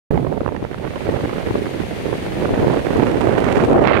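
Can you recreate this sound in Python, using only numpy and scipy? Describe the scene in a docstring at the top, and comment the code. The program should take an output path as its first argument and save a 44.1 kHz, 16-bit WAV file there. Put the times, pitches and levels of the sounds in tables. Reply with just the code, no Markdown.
"""A windy beach. Gusts rumble, flap and thump at the two ports of a microphone, harder on the right,
over the hiss of surf. Each port has its own turbulence, which breaks the wind noise into bursts.
The wind freshens until it flutters and crackles on the right. Near the end the surf fades and a
rough rush of wind swells quickly and tears at the right port."""
import sys
import numpy as np
from scipy import signal
from scipy.fft import rfft, irfft
from scipy.io import wavfile
from scipy.ndimage import uniform_filter1d

SR = 44100
rng = np.random.default_rng(int(sys.argv[2]) if len(sys.argv) > 2 else 0)


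def unload_wav(signal):
    """Save mono or channel-first audio to the path in sys.argv[1] as 16-bit WAV at rate SR, clipped to [-1, 1]."""
    wavfile.write(
        sys.argv[1],
        SR,
        np.round(np.clip(np.atleast_2d(signal).T, -1, 1) * 32767).astype(np.int16),
    )


N = 176400
T = np.arange(N) / SR

# Wind strength per port: t/s, level/dB
GUST_LEFT_DB = [(.12, -31), (.2, -34), (.55, -34), (.75, -37), (1.0, -32.5), (1.2, -27), (1.42, -30),
                (1.53, -24.5), (1.7, -29.5), (1.98, -31.5), (2.1, -28), (2.3, -27), (2.62, -17.5),
                (2.88, -27), (2.98, -20.5), (3.2, -21.5), (3.5, -21.5), (3.62, -16), (3.75, -10),
                (3.9, -20), (4.0, -18)]
GUST_RIGHT_DB = [(.12, -15.5), (.26, -22.5), (.34, -17.5), (.42, -28), (.49, -22), (.57, -27), (.75, -31.5),
                 (.83, -21.5), (.97, -29), (1.1, -19), (1.35, -25.5), (1.52, -22.5), (1.98, -28),
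                 (2.12, -19), (2.17, -30.5), (2.29, -26.5), (2.45, -20), (2.72, -14.5), (2.87, -21.5),
                 (3.0, -13.5), (3.1, -17), (3.3, -13), (3.48, -14), (3.62, -12), (3.675, -18.5),
                 (3.72, -11.5), (3.8, -11), (3.97, -15.5)]
# Envelopes of surf, right-port flutter and crackle: t/s, level/dB
SURF_DB = [(.15, -42), (.58, -43), (.8, -40), (1.0, -35.5), (1.3, -34.5), (1.8, -33.5), (2.15, -32.5),
           (3.1, -34), (3.35, -36.5), (3.65, -35), (3.78, -43.5), (3.92, -48)]
FLUTTER_DB = [(.12, -34), (.3, -54), (.48, -40), (.6, -37.5), (.83, -34.5), (1.4, -31.5), (1.95, -43),
              (2.3, -35.5), (2.74, -27.5), (2.87, -30), (3.02, -23.5), (3.11, -28.5), (3.47, -23),
              (3.64, -23.5), (3.68, -34.5), (3.8, -27), (4.0, -47)]
CRACKLE_DB = [(.12, -71), (2.3, -65), (2.75, -45.5), (3.2, -42), (3.5, -38.5), (3.655, -39.5),
              (3.68, -44.5), (4.0, -48)]
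# Lone eddies per port: t/s, level/dB, f/Hz
LONE_EDDIES_LEFT = [(.169, -22, 115), (.417, -7, 293), (.627, -10, 336), (1.091, -2, 436), (1.242, -9, 294),
                    (1.51, -4.5, 292), (1.556, -4.5, 400), (2.539, -3.5, 464), (2.646, -4.5, 496),
                    (2.96, -2.5, 362), (3.977, -15, 400)]
LONE_EDDIES_RIGHT = [(.114, -20, 210), (.143, -16, 386), (.177, -0.5, 730), (.249, -6.5, 464),
                     (.272, -9, 440), (.326, -10.5, 700), (.408, -7, 503), (.463, -7.5, 1020),
                     (.479, -5.5, 465), (.490, -8, 905), (.55, -12.5, 860), (.651, -8.5, 450),
                     (1.131, -20, 343), (1.166, -13, 111), (1.803, -6, 312), (2.13, -5.5, 427),
                     (2.456, -6, 1150), (3.592, -7, 1000)]
# Sharpest crackles: t/s, peak level/dB
SNAP_PEAKS = [(3.278, -23), (3.391, -22)]
# Noise spectra: f/Hz, relative level/dB
RUMBLE_SPECTRUM = [(12, -14), (25, -19), (45, -7), (75, -1), (130, 0), (220, -5.5), (450, -25.5),
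                   (1500, -62.5)]
BUFFET_SPECTRUM = [(40, -27.5), (120, -5.5), (220, -1.5), (360, 1), (520, -2.5), (750, -10), (1100, -20),
                   (2000, -37.5), (5000, -78), (16000, -77)]
FLUTTER_SPECTRUM = [(200, -26), (600, 1), (1000, 1.5), (1800, -1), (2800, -9.5), (4000, -21.5),
                    (6000, -30.5), (16000, -71)]
SURF_LEFT_SPECTRUM = [(100, 1.5), (500, 8), (1150, -4), (2000, 2), (2600, -2), (3400, -6.5), (4300, -14.5),
                      (5200, -15), (7000, -20), (9000, -17), (12500, -23.5), (15500, -28.5)]
SURF_RIGHT_SPECTRUM = [(100, 2), (500, -3.5), (1200, -6.5), (2000, -1.5), (2800, -4.5), (4400, -8),
                       (5500, -18), (6600, -14.5), (7700, -24.5), (8800, -16), (10000, -27), (11600, -19),
                       (12900, -35), (14300, -24), (15500, -50)]
CRACKLE_SPECTRUM = [(500, -61), (2500, 10), (5000, -4), (8500, -4.5), (11500, -15), (13000, -22),
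                    (16000, -23)]
SWOOSH_SPECTRUM = [(150, -12), (500, 0), (1000, 3), (1500, -1), (2200, -3.5), (3000, -12), (4200, -22.5),
                   (5800, -42), (16000, -63)]

GUST_REF_DB, EDDY_BAND_HZ = -22, (7, 119)


def amp(db):
    """Decibels to gain."""
    return 10 ** (np.asarray(db) / 20)


def unit_rms(x):
    """Scale to rms 1."""
    return x / np.sqrt(np.mean(x ** 2) + 1e-20)


def curve(points):
    """Linear envelope through (t/s, value) points."""
    return np.interp(T, *np.transpose(points))


def colour(x, spectrum, size=4096):
    """Causal filter with the given spectrum; output rms 1."""
    hz, db = np.transpose(spectrum)
    bins_hz = abs(np.fft.fftfreq(size, 1 / SR)) + 1
    log_gain = np.log(amp(np.interp(np.log(bins_hz), np.log(hz), db)))
    taps = np.fft.ifft(np.exp(signal.hilbert(log_gain).conj())).real[:size // 2]
    return unit_rms(signal.oaconvolve(x, taps)[:N])


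def wander(slow_hz, fast_hz, limit_sigma=3.35):
    """Random motion between two rates, soft-limited."""
    hz = np.fft.rfftfreq(N, 1 / SR)
    shape = hz / (hz + slow_hz) ** 1.5 / np.sqrt(1 + (hz / fast_hz) ** 4)
    motion = unit_rms(irfft(rfft(rng.standard_normal(N)) * shape, N))
    return limit_sigma * np.tanh(motion / limit_sigma)


def turbulent(swing_db):
    """Noise in bursts, with steady long-term power."""
    bursts = amp(swing_db) * rng.standard_normal(N)
    return bursts / np.sqrt(uniform_filter1d(amp(2 * swing_db), 6000))


def rumble(gust_db, base_db):
    """Large slow eddies press on a port; grows more slowly than the gust."""
    air = colour(turbulent(1.8 * wander(slow_hz=2, fast_hz=30)), RUMBLE_SPECTRUM)
    first_gust_db = 11 / (1 + (T / 0.24) ** 6)
    return air * amp(base_db + first_gust_db + 0.52 * (gust_db - GUST_REF_DB))


def buffet(gust_db, eddies, fast_from_db=-15.5, fast_span_db=8):
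    """Air flaps hollowly in a port; strong gusts are steadier and flap higher."""
    depth_db = np.maximum(5 - 0.14 * (gust_db - GUST_REF_DB), 0)
    air = turbulent(depth_db * eddies)
    low = colour(air, BUFFET_SPECTRUM)
    high = colour(air, [(1.41 * hz, db) for hz, db in BUFFET_SPECTRUM])
    high_share = np.clip((gust_db - fast_from_db) / fast_span_db, 0, 1)
    return ((1 - high_share) * low + high_share * high) * amp(gust_db)


def flutter(level_db, gust_db, eddies):
    """The sharpest eddies tear brightly: separate flaps in light air, a rush in strong."""
    depth_db = np.clip(6.5 - 0.33 * (gust_db - GUST_REF_DB), 2, 10)
    sharp_eddies = unit_rms(eddies + 0.5 * wander(*EDDY_BAND_HZ))
    return colour(turbulent(depth_db * sharp_eddies), FLUTTER_SPECTRUM) * amp(level_db)


def surf(spectrum):
    """Waves break along the beach in a smooth hiss."""
    ripple_db = 0.8 * wander(slow_hz=3.2, fast_hz=30)
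    return colour(turbulent(ripple_db), spectrum) * amp(curve(SURF_DB))


def thumps(lone_eddies, rough_hz, push_hz=90, width_cycles=0.48, trim_db=-1, size=2048):
    """Each lone eddy: a brief ragged pressure swing over a low push."""
    out = np.zeros(N + size)
    t = (np.arange(size) - size // 2) / SR
    lowpass = signal.butter(3, rough_hz, fs=SR)
    push = 0.22 * np.sin(2 * np.pi * push_hz * t) * np.exp(-2 * (push_hz * t) ** 2)
    for centre_s, db, hz in lone_eddies:
        roughness = unit_rms(signal.lfilter(*lowpass, rng.standard_normal(size)))
        swing = np.cos(2 * np.pi * (hz * t + rng.random())) + 0.32 * roughness
        start = round(centre_s * SR) - size // 2
        out[start:start + size] += amp(db + trim_db) * (swing / np.cosh(t * hz / width_cycles) + push)
    return out[:N]


def crackle(eddies, ticks_per_s=450, spread_db=5.5, tick_swing_db=3.5, rustle_swing_db=3.6):
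    """Fast air ticks and rustles at the port rim, clumped by the eddies."""
    sizes = amp(spread_db * np.minimum(rng.exponential(1, N), 3) + tick_swing_db * eddies)
    ticks = sizes * rng.choice([-1, 1], N) * (rng.random(N) < ticks_per_s / SR)
    rustle = 0.7 * turbulent(rustle_swing_db * eddies)
    return colour(unit_rms(ticks) + rustle, CRACKLE_SPECTRUM) * amp(curve(CRACKLE_DB))


def snaps(decay_s=0.00017, size=128):
    """Single crackles stand out as bright ticks."""
    out = np.zeros(N)
    for start_s, db in SNAP_PEAKS:
        tick = rng.standard_normal(size) * np.exp(-T[:size] / decay_s)
        out[round(start_s * SR):][:size] = amp(db) * tick / abs(tick).max()
    return out


def wind_swoosh(start_s=3.825, rise_s=0.039, hold_db=-14.5, fall_from_s=3.955, fall_db_per_s=68):
    """A rough rush of wind swells quickly and tears at the right port."""
    opening = np.clip((T - start_s) / rise_s, 0, 1)
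    level_db = hold_db - fall_db_per_s * np.maximum(T - fall_from_s, 0)
    air = turbulent(4.7 * wander(slow_hz=40, fast_hz=248))
    return colour(air, SWOOSH_SPECTRUM) * opening * amp(level_db)


def scene():
    """Independent wind and surf noise per port; crackle and swoosh on the right only."""
    gust_db, eddies = curve(GUST_LEFT_DB), wander(*EDDY_BAND_HZ)
    left = rumble(gust_db, base_db=-28.5) + amp(-1) * buffet(gust_db, eddies)
    left += thumps(LONE_EDDIES_LEFT, rough_hz=810)
    left += flutter(-56 + 0.72 * (gust_db - GUST_REF_DB), gust_db, eddies)
    left += surf(SURF_LEFT_SPECTRUM)

    gust_db, eddies = curve(GUST_RIGHT_DB), wander(*EDDY_BAND_HZ)
    right = rumble(gust_db, base_db=-27) + amp(1.5) * buffet(gust_db, eddies)
    right += thumps(LONE_EDDIES_RIGHT, rough_hz=1300)
    right += flutter(curve(FLUTTER_DB), gust_db, eddies)
    right += crackle(eddies) + snaps() + wind_swoosh()
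    right += amp(-3.5) * surf(SURF_RIGHT_SPECTRUM)
    return np.array([left, right])


def record(dry):
    """Microphone: opens, soft-clips, limits the band."""
    open_s, fade_s, cutoff_hz = 0.105, 0.0032, 15850
    opened = dry * np.clip((T - open_s) / fade_s, 0, 1)
    clipped = opened / (1 + opened ** 6) ** (1 / 6)
    lowpass = signal.firwin(511, cutoff_hz, window=("kaiser", 9), fs=SR)
    return signal.oaconvolve(clipped, lowpass[None], "same")


dry = scene()
out = record(dry)
unload_wav(out)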